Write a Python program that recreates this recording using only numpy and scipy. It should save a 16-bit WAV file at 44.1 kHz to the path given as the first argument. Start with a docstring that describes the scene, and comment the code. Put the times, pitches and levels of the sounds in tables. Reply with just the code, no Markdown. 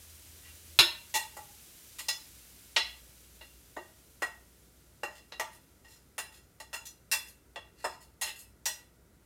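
"""A small kitchen, where cooked vegetables are served from a steel skillet.
Hot oil sizzles over a low hum and room haze. The pan lands on the hob with a clank, thumping the cooker
top, and shifts there. A metal spoon drags the food out, knocking on pan and bowl:
each contact is a burst of tiny slips that rings the steel and bounces round the room.
The sizzle dies away as the pan cools, leaving faint microphone hiss."""
import sys
import numpy as np
from scipy import signal
from scipy.fft import rfft, irfft, next_fast_len
from scipy.io import wavfile
from scipy.ndimage import uniform_filter1d

SR = 44100
rng = np.random.default_rng(int(sys.argv[2]) if len(sys.argv) > 2 else 0)


def wav_out(sig):
    """Save sig, one row per channel (or a flat mono array), as 16-bit PCM at SR to the path in sys.argv[1]."""
    wavfile.write(sys.argv[1], SR, np.round(np.clip(np.atleast_2d(sig).T, -1, 1) * 32767).astype(np.int16))


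N = 407925
TIME = np.arange(N) / SR
RING_TIME = np.arange(int(.5 * SR)) / SR
RING_HZ = np.fft.rfftfreq(len(RING_TIME), 1 / SR)
PAN_LANDS_S = 0.7895

# EQ of the room haze: f/Hz, level/dB
HAZE_EQ = [(15, -27.5), (25, -8), (75, 3.5), (238, -5), (344, -5), (601, -11.5), (866, -18.5), (973, -15),
           (1050, -21), (1400, -14), (1800, -23.5), (1950, -18), (2500, -28), (3250, -45), (5500, -120)]
# EQ of the sizzling oil: f/Hz, level/dB
SIZZLE_EQ = [(350, -39.5), (600, -6.5), (670, -10.5), (1040, -10.5), (1830, -6), (2500, -4), (9620, -1.5),
             (14500, -3.5), (16000, -11.5)]
# reverb time of the kitchen: f/Hz, t60/s
KITCHEN_DECAY = [(200, 0.16), (800, 0.39), (3000, 0.38), (7000, 0.27), (15000, 0.35)]
# light drags of the spoon through the food: t/s, length/s, relative level/dB, hiss/dB
SPOON_DRAGS = [(0.415, .11, -54, -21), (5.111, 0.094, -56, -1.5), (5.515, 0.055, -61, 7),
               (5.86, .11, -59.5, 3.5), (6.303, 0.084, -57.5, 1), (7.268, 0.036, -57.5, 8.5),
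               (7.756, 0.21, -56.5, -3), (8.003, 0.031, -60, 6.5), (8.244, 0.063, -37, -5.5),
               (8.355, 0.077, -56.5, 10)]
# edges of a drag's low, mid and hiss bands: f/Hz
DRAG_BANDS = [300, 1500, 5600, 16000]
# modes of skillet and spoon: f/Hz, level/dB, t60/s
SKILLET_MODES = [(368, -44.5, 0.2), (557.5, -43.5, 0.11), (626, -37.5, 0.077), (851, -43.5, 0.17),
                 (890, -40, 0.2), (1165, -45.5, 0.15), (1924, -28.5, 0.11), (2758, -32.5, 0.19),
                 (3460, -39.5, 0.32), (4000, -39, .28), (4233, -38, 0.241), (5110, -37.5, 0.31),
                 (4910, -54.5, 0.4), (5920, -45, 0.058), (6430, -46, 0.17), (6890, -34, 0.14),
                 (8386, -38, 0.19), (11010, -56, .2)]
# modes of pan and hob ringing together: f/Hz, level/dB, t60/s
PAN_ON_HOB_MODES = [(350, -27, 0.16), (600, -46.5, 0.42), (934, -44.5, 0.26), (1438, -38, 0.24),
                    (1548, -46, 0.18), (2724, -35.5, 0.23), (2890, -45, 0.38), (3350, -50, .25),
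                    (3520, -41, 0.27), (3740, -48, .28), (4000, -39, 0.21), (4080, -49, 0.51),
                    (4218, -42, .3), (5280, -38.5, .3), (5170, -45.5, .26), (6597, -49, .22),
                    (10920, -38.5, .22)]
# band balance of the clank's attack: f/Hz, level/dB
CLANK_TONE = [(460, -36), (1020, -28.5), (1860, -29), (2710, -21.5), (4230, -15.5), (7290, -29),
              (12300, -27)]
# edges of the seven bands that voice the clank and the later contacts: f/Hz
HIT_BANDS = [300, 700, 1500, 2300, 3200, 5600, 9500, 16000]
# dull modes of the cooker top: f/Hz, level/dB, t60/s
COOKER_MODES = [(86, -42, .18), (124.9, -34, 0.14), (181, -47, 0.13), (270, -49.5, .1)]
# the pan shifts on the hob (first two rows), then the spoon knocks on pan and bowl:
# t/s, relative level/dB, skid/s, tilt/(dB/octave), clack/dB, lead mode f/Hz, prominence/dB
SKILLET_CONTACTS = [(1.1411, -36.5, 0.029, 2, 0.5, 886, 10.5), (1.367, -49.5, 0.0092, -0.3, -14, 856, 5.5),
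                    (1.986, -50.5, 0.017, 3.5, 2.5, 5060, -4.5),
                    (2.0844, -42.5, 0.0068, 2.5, 5.5, 5080, 6.5),
                    (2.7631, -40, 0.0068, -2, 14.5, 5440, 1.5), (3.41, -69, 0.0042, -5.5, 15.5, 2795, 4),
                    (3.765, -51.5, 0.0054, -5.5, -6, 1866, 5),
                    (4.22, -40.5, 0.0085, -1.9, -5.5, 1908, 12.5),
                    (5.033, -43.5, 0.0044, -3, -8.5, 2750, 17), (5.3207, -59, 0.0055, -3, 6, 3910, 9),
                    (5.3969, -39.5, .003, -1.15, -6, 1874, 5.5), (5.846, -70, 0.0081, -1.3, 3, 1870, 9.5),
                    (6.181, -42.5, 0.012, 1.65, -6, 2753, 7.5), (6.601, -52.5, 0.0035, -0.2, -4, 4030, 3),
                    (6.7303, -46, 0.021, 1.1, -2.5, 2740, 8), (6.855, -63.5, 0.019, 7, 2.5, 5920, 8.5),
                    (7.115, -38, 0.022, 4, 0.5, 2710, 9), (7.559, -54, 0.004, -4.5, 4.5, 3390, 7),
                    (7.8423, -40, 0.011, -3.5, -6, 5165, 9.5), (8.213, -41.5, 0.02, 3.2, 0.5, 2760, 0),
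                    (8.656, -40.5, 0.014, 3.5, -2, 5850, 7.5)]
# band balance that these contacts share: f/Hz, level/dB
CONTACT_TONE = [(460, -6.5), (1020, 0.5), (1860, 1.3), (2710, -1), (4230, 0.1), (7290, -0.16),
                (12300, -2.5)]
# top-end roll-off on all the metal: f/Hz, level/dB
METAL_EQ = [(10000, -1), (13000, -4), (15000, -8), (16000, -14.5)]


def from_db(db):
    """Decibels to gain."""
    return 10 ** (np.asarray(db) / 20)


def rms_one(x):
    """Scale to rms 1."""
    return x / np.sqrt(np.mean(x ** 2) + 1e-20)


def at_hz(points, hz):
    """Read a table on a log-frequency axis."""
    f, value = np.transpose(points)
    return np.interp(np.log(hz + 1), np.log(f), value)


def bell(hz, centre_hz, octaves):
    """A bell of height 1 on a log-frequency axis."""
    return np.exp(-.5 * (np.log2(hz / centre_hz) / octaves) ** 2)


def band_centres(edges):
    """The geometric middle of each band."""
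    return np.sqrt(np.multiply(edges[:-1], edges[1:]))


def cut(x, hz, kind, order=2):
    """Butterworth filter."""
    return signal.sosfilt(signal.butter(order, hz, kind, fs=SR, output="sos"), x)


def eq(x, curve):
    """Apply a smooth EQ curve of f/Hz, level/dB."""
    size = next_fast_len(len(x) + SR // 10)
    gain = from_db(at_hz(curve, np.fft.rfftfreq(size, 1 / SR)))
    return irfft(rfft(x, size) * gain, size)[:len(x)]


def add(out, s, x):
    """Mix x in at time s."""
    at = int(s * SR)
    out[at:at + len(x)] += x[:N - at]


def convolve(x, response):
    """Pass x through an impulse response."""
    return signal.fftconvolve(x, response)[:len(x)]


def hold_and_fade(db, until_s, db_per_s):
    """A gain that holds, then falls at a steady rate."""
    return from_db(db - db_per_s * np.maximum(TIME - until_s, 0))


def random_phases():
    """A flat spectrum with scattered phases."""
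    return np.exp(2j * np.pi * rng.random(len(RING_HZ)))


def grains(size, per_s, spread_db):
    """Random clicks of uneven strength."""
    born = rng.random(size) < per_s / SR
    strength = from_db(spread_db * np.minimum(rng.exponential(1, size), 4))
    return born * strength * rng.choice([-1, 1], size)


def room_tone(mains_hz=60, drone_hz=80, waver=.3):
    """The bed: low haze, a wavering mains hum that swells once, and a drone that dies away."""
    out = from_db(-64) * rms_one(eq(rng.standard_normal(N), HAZE_EQ))
    drone = hold_and_fade(-60, until_s=.65, db_per_s=12.5)
    swell = np.exp(-((TIME - 3.0) / .7) ** 2)
    mains = from_db(-68 + 7 * swell)
    for hz, level in ((mains_hz, mains), (drone_hz, drone)):
        sway = 1 + waver * rms_one(cut(rng.standard_normal(N), 6, "low"))
        out += np.sqrt(2) * level * sway * np.sin(2 * np.pi * hz * TIME)
    return out


def kitchen(direct_db, early_db=11.0, early_s=0.011):
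    """Room response: direct sound, close reflections off cooker and cupboards, then a short tail."""
    edges = np.geomspace(100, 20000, 7)
    noise, tail = random_phases(), 0
    for low, high in zip(edges, edges[1:]):
        band = irfft(noise * (RING_HZ >= low) * (RING_HZ < high), len(RING_TIME))
        t60 = at_hz(KITCHEN_DECAY, np.sqrt(low * high))
        tail = tail + band * from_db(-60 * RING_TIME / t60)
    fade_in = 1 - np.exp(-RING_TIME / 0.0021)
    early_lift = 1 + from_db(early_db) * np.exp(-RING_TIME / early_s)
    tail *= fade_in * early_lift
    tail /= np.linalg.norm(tail)
    tail[0] += from_db(direct_db)
    return tail


def sizzle(tipped_s=2.23, mic_hiss_db=-72, pops_db=-4):
    """Tiny bursts in hot oil merge and fade as the pan cools, leaving faint steady microphone hiss."""
    room = kitchen(direct_db=-9.0)
    cooling = hold_and_fade(-55, until_s=tipped_s, db_per_s=4.5)
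    level = np.hypot(cooling, from_db(mic_hiss_db))
    pops = rms_one(convolve(grains(N, per_s=900, spread_db=3.0), room))
    frying = rng.standard_normal(N) + from_db(pops_db) * pops
    return level * rms_one(eq(frying, SIZZLE_EQ))


def clang(t60=0.075, modes_per_khz=16):
    """The steel's crowd of weaker, quickly damped modes; energy 1."""
    present = rng.random(len(RING_HZ)) < modes_per_khz * RING_HZ[1] / 1000
    out = irfft(present * random_phases(), len(RING_TIME)) * from_db(-60 * RING_TIME / t60)
    return out / np.linalg.norm(out)


def ring(modes, split=0.0034, split_hz=14.0, in_step=0.34):
    """Each resonance of the loaded metal is a tight cluster of partials that waver as they die."""
    out = 0
    # the blow starts the partials partly in step; they then drift apart
    partials = random_phases() - 1j * in_step
    for hz, db, t60 in modes:
        width_hz = split_hz + split * hz
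        cluster = irfft(partials * np.exp(-.5 * ((RING_HZ - hz) / width_hz) ** 2), len(RING_TIME))
        decay = from_db(-60 * RING_TIME / t60)
        out = out + from_db(db) * np.sqrt(np.mean(decay ** 2) / 2) * rms_one(cluster * decay)
    return out


def whiten(x, width_hz=70):
    """Many slips and reflections together cover all frequencies about evenly."""
    spectrum = rfft(x, 2 * len(x))
    power = uniform_filter1d(np.abs(spectrum) ** 2, int(2 * width_hz * len(x) / SR) + 1)
    return irfft(spectrum / np.sqrt(np.abs(power) + 1e-9))[:len(x)]


def radiate(force, modes, ring_db, direct_db, clang_db, crack_s=0.00027, low_cut_hz=380):
    """A force on the metal gives a crack, a clang and a ring; a pan is too small to radiate bass."""
    crack = rng.standard_normal(len(RING_TIME)) * np.exp(-RING_TIME / crack_s)
    body = crack / np.linalg.norm(crack) + from_db(clang_db) * clang() + from_db(ring_db) * ring(modes)
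    # the pan moves, so every contact meets other reflections
    arrivals = whiten(convolve(force, kitchen(direct_db)))
    return cut(convolve(arrivals, body), low_cut_hz, "high", order=4)


def voice(x, edges, levels_db, window_s):
    """Hardness and place of contact set the tone: EQ x so its first window_s has these band levels."""
    size = int(window_s * SR)
    hz = np.fft.rfftfreq(size, 1 / SR)
    for _ in range(2):
        bin_power = 2 * np.abs(rfft(x[:size]) / size) ** 2
        band_power = np.histogram(hz, edges, weights=bin_power)[0]
        boost_db = levels_db - 10 * np.log10(band_power + 1e-20)
        x = eq(x, np.column_stack([band_centres(edges), boost_db]))
    return x


def spoon_drags(low_band_db=-14):
    """The spoon drags over the steel: gritty slips swell and fade under the stroke."""
    out = np.zeros(N)
    for s, length_s, level_db, hiss_db in SPOON_DRAGS:
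        levels_db = level_db + np.array([low_band_db, 0, hiss_db])
        pressure = np.sqrt(np.abs(np.sin(np.pi * np.minimum(RING_TIME / length_s, 1))))
        force = grains(len(RING_TIME), per_s=900, spread_db=6.0) * pressure
        scrape = radiate(force, SKILLET_MODES, ring_db=2.0, direct_db=-1.5, clang_db=3.5)
        add(out, s, voice(scrape, DRAG_BANDS, levels_db, length_s))
    return out


def with_lead(modes, ring_db, lead_hz, lead_db, t60):
    """The whole body rings, and the mode that swings most at the point of contact stands out."""
    return [(hz, db + ring_db, decay) for hz, db, decay in modes] + [(lead_hz, lead_db, t60)]


def metal_hit(modes, levels_db, skid_s, skid_db, direct_db, clang_db):
    """An impact, then a short skid of tiny slips that swells and stops."""
    pressure = (RING_TIME / skid_s) ** .25 * np.exp(-(RING_TIME / skid_s) ** 4)
    skid = grains(len(RING_TIME), per_s=3000, spread_db=3.0) * pressure
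    force = from_db(skid_db) * skid / (np.linalg.norm(skid) + 1e-9)
    force[0] += .6   # the impact
    hit = radiate(force, modes, ring_db=0, direct_db=direct_db, clang_db=clang_db)
    return voice(hit, HIT_BANDS, levels_db, window_s=.04)


def pan_clank():
    """The pan lands on the hob with a very short skid, and both ring together."""
    out = np.zeros(N)
    modes = with_lead(PAN_ON_HOB_MODES, ring_db=-4.0, lead_hz=3890, lead_db=-40.5, t60=.22)
    levels_db = at_hz(CLANK_TONE, band_centres(HIT_BANDS))
    clank = metal_hit(modes, levels_db, skid_s=.006, skid_db=-3.5, direct_db=0.0, clang_db=-4.0)
    add(out, PAN_LANDS_S, clank)
    return out


def cooker_thump():
    """The weight of the pan shakes the cooker top: the low end under the clank."""
    out = np.zeros(N)
    add(out, PAN_LANDS_S, ring(COOKER_MODES))
    return out


def skillet_contacts(clack_hz=3480, pivot_hz=2500):
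    """The pan shifts on the hob, then the spoon knocks on pan and bowl; glancing hits are brighter."""
    out, hz = np.zeros(N), band_centres(HIT_BANDS)
    for s, level_db, skid_s, tilt, clack_db, lead_hz, prominence_db in SKILLET_CONTACTS:
        tilt_db = tilt * np.log2(hz / pivot_hz)
        # some contacts have a hard clack, as when the spoon touches the bowl
        clack_eq_db = clack_db * bell(hz, clack_hz, octaves=0.7)
        lead_eq_db = 0.7 * prominence_db * bell(hz, lead_hz, octaves=0.33)
        levels_db = level_db + at_hz(CONTACT_TONE, hz) + tilt_db + clack_eq_db + lead_eq_db
        lead_db = prominence_db - 38.5
        modes = with_lead(SKILLET_MODES, ring_db=-2.5, lead_hz=lead_hz, lead_db=lead_db, t60=0.2)
        add(out, s, metal_hit(modes, levels_db, skid_s, skid_db=6.5, direct_db=-0.5, clang_db=-3.0))
    return out


def scene():
    """The mono mix, heard from across the counter."""
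    pan = from_db(-1.0) * pan_clank()
    contacts = from_db(0.36) * skillet_contacts()
    drags = from_db(-4.5) * spoon_drags()
    metal = eq(pan + contacts + drags, METAL_EQ)
    return (metal + cooker_thump() + sizzle() + room_tone())[None]


def record(dry, low_cut_hz=33, high_cut_hz=16200):
    """The microphone loses the deepest bass; the top is cut steeply."""
    high_cut = signal.ellip(10, .1, 80, high_cut_hz, fs=SR, output="sos")
    return signal.sosfilt(high_cut, cut(dry, low_cut_hz, "high"))


dry = scene()
out = record(dry)
wav_out(out)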